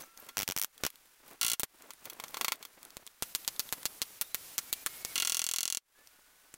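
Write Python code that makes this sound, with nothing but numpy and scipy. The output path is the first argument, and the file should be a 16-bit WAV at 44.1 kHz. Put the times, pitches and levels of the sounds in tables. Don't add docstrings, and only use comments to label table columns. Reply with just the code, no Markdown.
import sys
import numpy as np
from scipy import signal
from scipy.fft import rfft, irfft
from scipy.io import wavfile
from scipy.ndimage import uniform_filter1d

SR = 44100
rng = np.random.default_rng(int(sys.argv[2]) if len(sys.argv) > 2 else 0)


def digitize_waveform(pressure):
    field = np.atleast_2d(pressure).T
    bounded = np.clip(field, -1, 1)
    quanta = np.round(bounded * 32767).astype(np.int16)
    wavfile.write(sys.argv[1], SR, quanta)


N = 289737
EDGE_HZ, SIZE = 16100, 4096
HZ, AGE = np.fft.rfftfreq(SIZE, 1 / SR), np.arange(SIZE) / SR
TIME, LONG_HZ = np.arange(N) / SR, np.fft.rfftfreq(N, 1 / SR)

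# pitch_hz, boost_db
SHEET_MODES = [(1085, 13), (1385, 12), (2030, 8.5), (2220, 5.5), (2530, 6), (2790, 12), (3150, 4),
               (3385, 8), (4320, 6), (4450, 8), (5600, 4.5), (5870, 4.5), (6130, 4.5), (6630, 3)]
# start_s, crack_db, tilt_db_per_octave, favoured_hz, looseness_db
CLICK_HITS = [(1.597, -5, 1, 12500, -1.5), (1.6334, -4.5, -3, 12700, -5), (2.9692, -15.5, -5, 9900, -10),
              (3.224, -5, -2, 8000, -2.5), (3.3504, -3, 0.3, 6140, -3), (3.4781, -2.5, -2, 5400, -4.5),
              (3.5953, -2.5, 0.5, 4670, -2.5), (3.7258, -5, -1, 880, -2), (3.8554, -3, 0.5, 4500, -2),
              (4.018, -3.5, 0, 4950, -1.5), (4.2131, -3, -0.26, 11500, -1.5), (4.3458, -4, 0.5, 1720, -4),
              (4.5813, -3, -0.4, 6240, -1), (4.7287, -2, 2.5, 3380, -3), (4.8627, -3, 0.3, 1500, -3),
              (5.0498, -7, -1.5, 5500, -6.5), (6.541, -21, -4, 9050, -8.5)]
# frequency_hz, gain_db
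KNOCK_RING_EQ = [(80, -22), (700, -13), (1060, -1), (1400, -5.5), (2400, 1), (2800, -6), (3450, 2),
                 (5500, -3), (14000, -4.5)]


def amp(db):
    return 10 ** (np.asarray(db) / 20)


def unit(x):
    return x / np.sqrt(np.sum(x ** 2) + 1e-20)


def eq(points, hz):
    point_hz, db = np.transpose(points)
    rolloff_db = np.maximum(hz - EDGE_HZ, 0) / 200
    return amp(np.interp(np.log(hz + 1), np.log(point_hz), db) - rolloff_db)


def curve(rows, column, t=TIME):
    rows = np.array(rows)
    return np.interp(t, rows[:, 0], rows[:, column])


def add(mix, s, sound):
    part = mix[max(round(s * SR), 0):][:len(sound)]
    part += sound[:len(part)]


def colour(x, gain):
    log_gain = np.log(gain + 1e-6)
    mirrored = np.r_[log_gain, log_gain[-2:0:-1]]
    response = np.exp(np.conj(signal.hilbert(mirrored)))[:len(HZ)]
    fade = np.cos(np.pi / 2 * np.arange(SIZE) / SIZE) ** 2
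    return unit(fade * irfft(rfft(x) * response))


def tilt(db_per_octave):
    return amp(db_per_octave * np.log2(1 + HZ / 700))


def favour(hz, db, octaves):
    return amp(db * np.exp(-(np.log2((HZ + 1) / hz) / octaves) ** 2))


def flatten(x, keep):
    spectrum = rfft(x)
    return irfft(spectrum / (abs(spectrum) + 1e-9) ** (1 - keep))


def noise(gain):
    return unit(irfft(rfft(rng.standard_normal(N)) * gain, N)) * np.sqrt(N)


def wander(rate_hz):
    return noise(np.exp(-(LONG_HZ / rate_hz) ** 2))


def shifting(t):
    # middle_s, half_length_s, level_db
    shifts = [(0, .05, -54), (0.232, 0.049, -58), (0.82, .03, -62.5), (1.298, .045, -58.5),
              (1.844, 0.088, -68), (2.056, .04, -60.5), (2.395, 0.24, -57), (2.906, 0.12, -67),
              (3.77, .2, -64), (5.297, 0.3, -69.5)]
    return sum(amp(db) * np.exp(-((t - s) / half) ** 2) for s, half, db in shifts)


def rustle_and_air(rustle_db=-2.0, rest_db=-77, gust_db=5.5, air_db=-64.0, rub_db=-8):
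    # frequency_hz, gain_db
    rustle_eq = [(30, -23.5), (110, -6.5), (280, 4.5), (1200, 1), (3000, -8.5), (9000, -37.5)]
    # frequency_hz, gain_db
    air_eq = [(30, 12.5), (200, -2.5), (1500, 9.5), (3500, 5.5), (16000, 4.5)]
    shift = shifting(TIME)
    rustle = noise(eq(rustle_eq, LONG_HZ)) * amp(gust_db * wander(rate_hz=50))
    air = noise(eq(air_eq, LONG_HZ)) * amp(wander(rate_hz=91))
    return (amp(rest_db) + amp(rustle_db) * shift) * rustle + (amp(air_db) + amp(rub_db) * shift) * air


def duck(key, threshold_db=-39, knee_db=2, depth_db=21, fall_db_per_s=56.5, rise_db_per_s=122.5):
    step, lag_s = 64, .025
    power = abs(uniform_filter1d(key ** 2, size=1400)[::step])
    level_db = 10 * np.log10(power + 1e-12)
    cut_db, track = 0, []
    for busy in .5 + .5 * np.tanh((level_db - threshold_db) / knee_db):
        cut_db += (busy * fall_db_per_s - (1 - busy) * rise_db_per_s) * step / SR
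        cut_db = min(max(cut_db, 0), depth_db)
        track.append(cut_db)
    return amp(-np.interp(TIME - lag_s, TIME[::step], track))


def whine(overtone_db=-13, waver=0.0046):
    # start_s, end_s, start_hz, end_hz, level_db
    glides = [(0.021, 0.024, 6140, 6100, -47), (0.036, 0.041, 6260, 6080, -51),
              (.198, .205, 12600, 12900, -49), (0, 0.412, 1324, 1403, -68.5),
              (4.68, 4.838, 2240, 2430, -64), (5.943, 6.051, 1656, 1800, -71.5),
              (6.04, 6.573, 1445, 1514, -76.5)]
    # time_s, pitch_hz, level_db
    whistle = [(4.87, 2145, -64), (5.02, 2195, -63), (5.108, 2240, -56.5), (5.145, 1880, -58.5)]
    out, unsteady = np.zeros(N), 1 + waver * wander(rate_hz=45)
    paths = [[(start, start_hz, db), (end, end_hz, db)] for start, end, start_hz, end_hz, db in glides]
    for path in paths + [whistle]:
        t = np.arange(path[0][0], path[-1][0], 1 / SR)
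        phase = 2 * np.pi * np.cumsum(curve(path, column=1, t=t) * unsteady[:len(t)]) / SR
        level = amp(curve(path, column=2, t=t)) * signal.windows.tukey(len(t), .2)
        add(out, t[0], level * np.sqrt(2) * (np.sin(phase) + amp(overtone_db) * np.sin(2 * phase)))
    return out


def hiss(lull_db=6, treble_lull_db=7, lull_s=0.0093, flutter_db=1):
    # frequency_hz, gain_db
    hiss_eq = [(1000, -2.5), (9500, -1), (11200, 3), (13300, -1), (14700, 2.5), (15120, 6), (15450, -12)]
    # time_s, level_db
    envelope = [(3.21, -74), (3.23, -53), (4.3, -54.8), (4.42, -50.5), (4.75, -51.5), (5.12, -47),
                (5.76, -67), (5.8, -102)]
    lull = sum(np.exp(-((TIME - s + 0.011) / lull_s) ** 2) for s, *_ in CLICK_HITS)
    centres = np.linspace(0, EDGE_HZ, 6)
    bands = [np.exp(-((LONG_HZ - hz) / 2600) ** 2) for hz in centres]
    spectrum = rfft(noise(eq(hiss_eq, LONG_HZ))) / sum(bands)
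    out = np.zeros(N)
    for hz, band in zip(centres, bands):
        dip_db = (lull_db + treble_lull_db * hz / EDGE_HZ) * lull
        out += irfft(spectrum * band, N) * amp(flutter_db * wander(rate_hz=22) - dip_db)
    gate = (TIME > envelope[0][0]) & (TIME < envelope[-1][0])
    return out * amp(curve(envelope, column=1)) * gate


def hiss_rings():
    # start_s, end_s, start_hz, end_hz, width_hz, level_db
    sweeps = [(4.2, 4.35, 3500, 4100, 60, -67), (3.22, 4.0, 12300, 11000, 700, -63)]
    out = np.zeros(N)
    for start, end, start_hz, end_hz, width_hz, db in sweeps:
        hz = np.linspace(start_hz, end_hz, round((end - start) * SR))
        band = np.sqrt(2) * wander(rate_hz=width_hz)[:len(hz)] * np.sin(2 * np.pi * np.cumsum(hz) / SR)
        add(out, start, amp(db) * signal.windows.tukey(len(hz), .2) * band)
    return out


def sheet_resonance(depth, width_hz=100):
    peaks = sum(amp(db) ** 2 / (1 + (2 * (HZ - hz) / width_hz) ** 2) for hz, db in SHEET_MODES)
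    return (1 + peaks) ** (depth / 2)


def sheet_partials(gain, phase, scatter_db=2, flex=.004):
    hz, db = np.transpose(SHEET_MODES)
    strength, bend = rng.standard_normal((2, len(hz)))
    levels = amp(db + scatter_db * strength) * np.interp(hz, HZ, gain)
    cycles = np.outer(hz * (1 + flex * bend), AGE) + phase[:, None]
    return levels @ np.sin(2 * np.pi * cycles)


def ticks(t60_s=0.026, snap=3.4, touch_db=10, favour_db=8, crackle_db=20, spread_db=12, count=220):
    # start_s, relative_db, favoured_hz
    distinct = [(0.007, -38, 6030), (0.175, -33.5, 5900), (0.779, -36.5, 3400), (0.903, -33.5, 11400),
                (0.957, -39, 2620), (1.617, -37, 4000), (1.822, -37, 7700), (1.935, -36, 10500),
                (2.133, -34, 12300), (2.282, -33, 6160), (2.83, -32.5, 10300), (2.851, -33.5, 9850),
                (2.905, -37, 4340), (3.066, -30.5, 8000), (3.075, -31.5, 3100), (3.448, -31, 3010),
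                (3.563, -34.5, 4050), (3.69, -30.5, 3470), (3.831, -29.5, 1080), (6.073, -38, 5720)]
    out, gain = np.zeros(N), eq(KNOCK_RING_EQ, HZ) * sheet_resonance(depth=0.31)
    touches = [(s, db + touch_db, tilt(2.1) * favour(hz, favour_db, octaves=0.28))
               for s, db, hz in distinct]
    progress = np.cumsum(shifting(TIME))
    for place, size in rng.random((count, 2)):
        s = np.interp(place * progress[-1], progress, TIME)
        touches.append((s, 20 * np.log10(shifting(s)) + crackle_db + spread_db * size ** 2, tilt(7.6)))
    envelope = amp(-60 * AGE / t60_s) + snap * np.exp(-AGE / 0.0011)
    for s, db, tone in touches:
        add(out, s, amp(db) * colour(rng.standard_normal(SIZE) * envelope, gain * tone))
    return out


def thumps(push_s=0.00068):
    # start_s, peak_db
    hits = [(.3915, -41), (0.4314, -36.5), (0.489, -35), (0.5005, -35.5), (.5643, -36.5), (.851, -35),
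            (1.448, -36), (1.5331, -42.5), (6.54, -49)]
    out, u = np.zeros(N), AGE / push_s
    push = u * (2 - u) * np.exp(-u)
    for s, db in hits:
        add(out, s, amp(db) * push / push.max())
    return out


def blows(hits, crack_eq, ring_eq, crack_s, swell_s, ring_t60, late_db, depth, alike,
          ring_db, modes_db, slap_db, favour_db, mode_t60=0.054, late_t60=0.17, pinning=1.76):
    out = np.zeros(N)
    alike = np.array([[alike], [alike ** 3]])
    spot = rng.standard_normal((2, SIZE))
    phase = rng.random(len(SHEET_MODES))
    crack_gain, ring_gain, resonance = eq(crack_eq, HZ), eq(ring_eq, HZ), sheet_resonance(depth)
    for s, db, bright, hz, loose_db in hits:
        tone = tilt(bright) * favour(hz, favour_db, octaves=0.51)
        contact, spread = np.sqrt(alike) * spot + np.sqrt(1 - alike) * rng.standard_normal((2, SIZE))
        snap = flatten(contact * np.exp(-AGE / crack_s), keep=.65)
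        crack = amp(db) * colour(snap, crack_gain * tone)
        add(out, s, crack)
        add(out, s + rng.uniform(0.0039, .008), amp(slap_db) * crack)
        age = AGE / amp(0.31 * loose_db)
        swell = 1 - np.exp(-(age / swell_s) ** 2)
        decay = amp(-60 * age / ring_t60) + amp(late_db - 60 * age / late_t60)
        ring_tone = ring_gain * tone * tilt(-0.11 * loose_db)
        ring = colour(spread * swell * decay, ring_tone * resonance)
        modes = unit(sheet_partials(ring_tone, phase) * swell * amp(-60 * age / mode_t60))
        add(out, s, amp(db + loose_db + ring_db) * ring)
        add(out, s, amp(db + pinning * loose_db + modes_db) * modes)
    return out


def runs(table, accent_db, fade_db, pin_db, scatter_db, jitter_s, quicken=0):
    hits = []
    for first, last, count, db, bright, hz, loose_db in table:
        for k, u in enumerate(np.linspace(0, 1, round(count))):
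            force, edge, late = rng.standard_normal(3)
            s = first + (last - first) * (u + quicken * u * (1 - u)) + jitter_s * late * (0 < u < 1)
            strength_db = db + accent_db * (k == 0) - fade_db * k + scatter_db * force
            hits.append((s, strength_db, bright + scatter_db * edge, hz, loose_db - pin_db * k))
    return hits


def knocks():
    # first_s, last_s, count, crack_db, tilt_db_per_octave, favoured_hz, looseness_db
    bursts = [(.2882, .2882, 1, -22.5, 1, 12000, -2), (1.906, 1.906, 1, -17.5, -0.5, 7000, -8.5),
              (2.0546, 2.0988, 2, -16.5, 2.2, 12000, -6.5), (2.1995, 2.2387, 2, -13, -2.3, 11000, -9.5),
              (2.3433, 2.3699, 2, -11.5, -2, 1100, -7), (2.4114, 2.5205, 4, -3, -1, 2080, -7.5),
              (2.6273, 2.6514, 2, -18, 0.1, 4000, -10)]
    # frequency_hz, gain_db
    crack_eq = [(80, -15), (760, -8.5), (1120, 4.5), (1600, -8), (2150, -1), (2650, -1.5), (3450, 0.5),
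                (5200, -5.5), (6200, -2.5), (11500, -3), (13500, -2.5)]
    hits = runs(bursts, accent_db=-1.5, fade_db=0.5, pin_db=0.1, scatter_db=0.12, jitter_s=0.00025,
                quicken=-.07)
    return blows(hits, crack_eq, KNOCK_RING_EQ, crack_s=0.0013, swell_s=0.0026, ring_t60=0.026,
                 late_db=-18.5, depth=0.54, alike=0.77, ring_db=4.5, modes_db=5.5, slap_db=-12.5,
                 favour_db=2.0)


def rattles():
    # first_s, last_s, count, crack_db, tilt_db_per_octave, favoured_hz, looseness_db
    bursts = [(.3707, .4312, 7, -7, 0.15, 5500, -11), (.4784, .5215, 5, -9, -0.4, 4500, -14.5),
              (.5643, .5971, 4, -8, 1.5, 11000, -12), (.6154, .6458, 4, -6.5, 2.5, 12000, -12),
              (.8365, .865, 3, -6, -1.7, 4800, -7.5)]
    # frequency_hz, gain_db
    crack_eq = [(80, -3.5), (450, 1.5), (900, 0.5), (2800, 2), (4000, -2.5), (5500, 2), (9000, -4.5),
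                (13000, -1.5)]
    # frequency_hz, gain_db
    ring_eq = [(80, 3.5), (600, -10.5), (1100, 8), (3200, 9), (6500, 5.5), (14000, 4)]
    hits = runs(bursts, accent_db=1.5, fade_db=0.38, pin_db=0.0, scatter_db=1.0, jitter_s=.0005)
    return blows(hits, crack_eq, ring_eq, crack_s=0.00066, swell_s=0.00063, ring_t60=0.036, late_db=-18,
                 depth=0.19, alike=0.39, ring_db=3.5, modes_db=-1.5, slap_db=-23, favour_db=1.5)


def taps():
    # first_s, last_s, count, crack_db, tilt_db_per_octave, favoured_hz, looseness_db
    bursts = [(1.413, 1.5338, 8, -3.5, 0.1, 13400, -2.8), (5.1569, 5.2226, 4, -4.5, 0.3, 3020, -2),
              (5.2495, 5.5132, 12, -4, 0.6, 6900, -4), (5.537, 5.7715, 11, -5, 0.29, 6640, -6)]
    # frequency_hz, gain_db
    crack_eq = [(80, -10.5), (2100, -10.5), (3000, -1), (3550, -7), (4300, 2.5), (5150, -6.5), (5900, 2.5),
                (6900, -0.5), (7600, 1.5), (8300, -3.5), (9400, -2), (14000, -8.5)]
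    # frequency_hz, gain_db
    ring_eq = [(80, -14.5), (600, -9), (1100, -9), (3200, -0.5), (6500, -2.5), (14000, -6.5)]
    hits = runs(bursts, accent_db=-0.5, fade_db=0.14, pin_db=0.37, scatter_db=0.7, jitter_s=.0004)
    return blows(hits, crack_eq, ring_eq, crack_s=0.00077, swell_s=0.0025, ring_t60=0.047, late_db=-33.5,
                 depth=0.54, alike=0.85, ring_db=0.6, modes_db=0, slap_db=-18, favour_db=3.0)


def clicks():
    # frequency_hz, gain_db
    crack_eq = [(80, -4.5), (1000, -5), (2400, -3), (3700, 1.5), (5300, -4.5), (8000, 2), (11000, -2.5),
                (14500, -0.5)]
    # frequency_hz, gain_db
    ring_eq = [(80, -7), (600, -5), (1100, -1.5), (3200, 3), (6500, 2.5), (14000, 4)]
    return blows(CLICK_HITS, crack_eq, ring_eq, crack_s=0.00027, swell_s=0.0057, ring_t60=0.036,
                 late_db=-54, depth=0.36, alike=0, ring_db=-0.7, modes_db=-16, slap_db=-18, favour_db=5.5)


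def scene():
    work = rattles() + taps() + knocks() + clicks() + thumps()
    mono = work + duck(work) * rustle_and_air() + ticks() + hiss() + hiss_rings() + whine()
    return np.array([mono, mono])


def record(dry):
    lowpass = signal.firwin(255, EDGE_HZ, window=("kaiser", 8), fs=SR)
    return signal.oaconvolve(dry, lowpass[None], "same", axes=1)


dry = scene()
out = record(dry)
digitize_waveform(out)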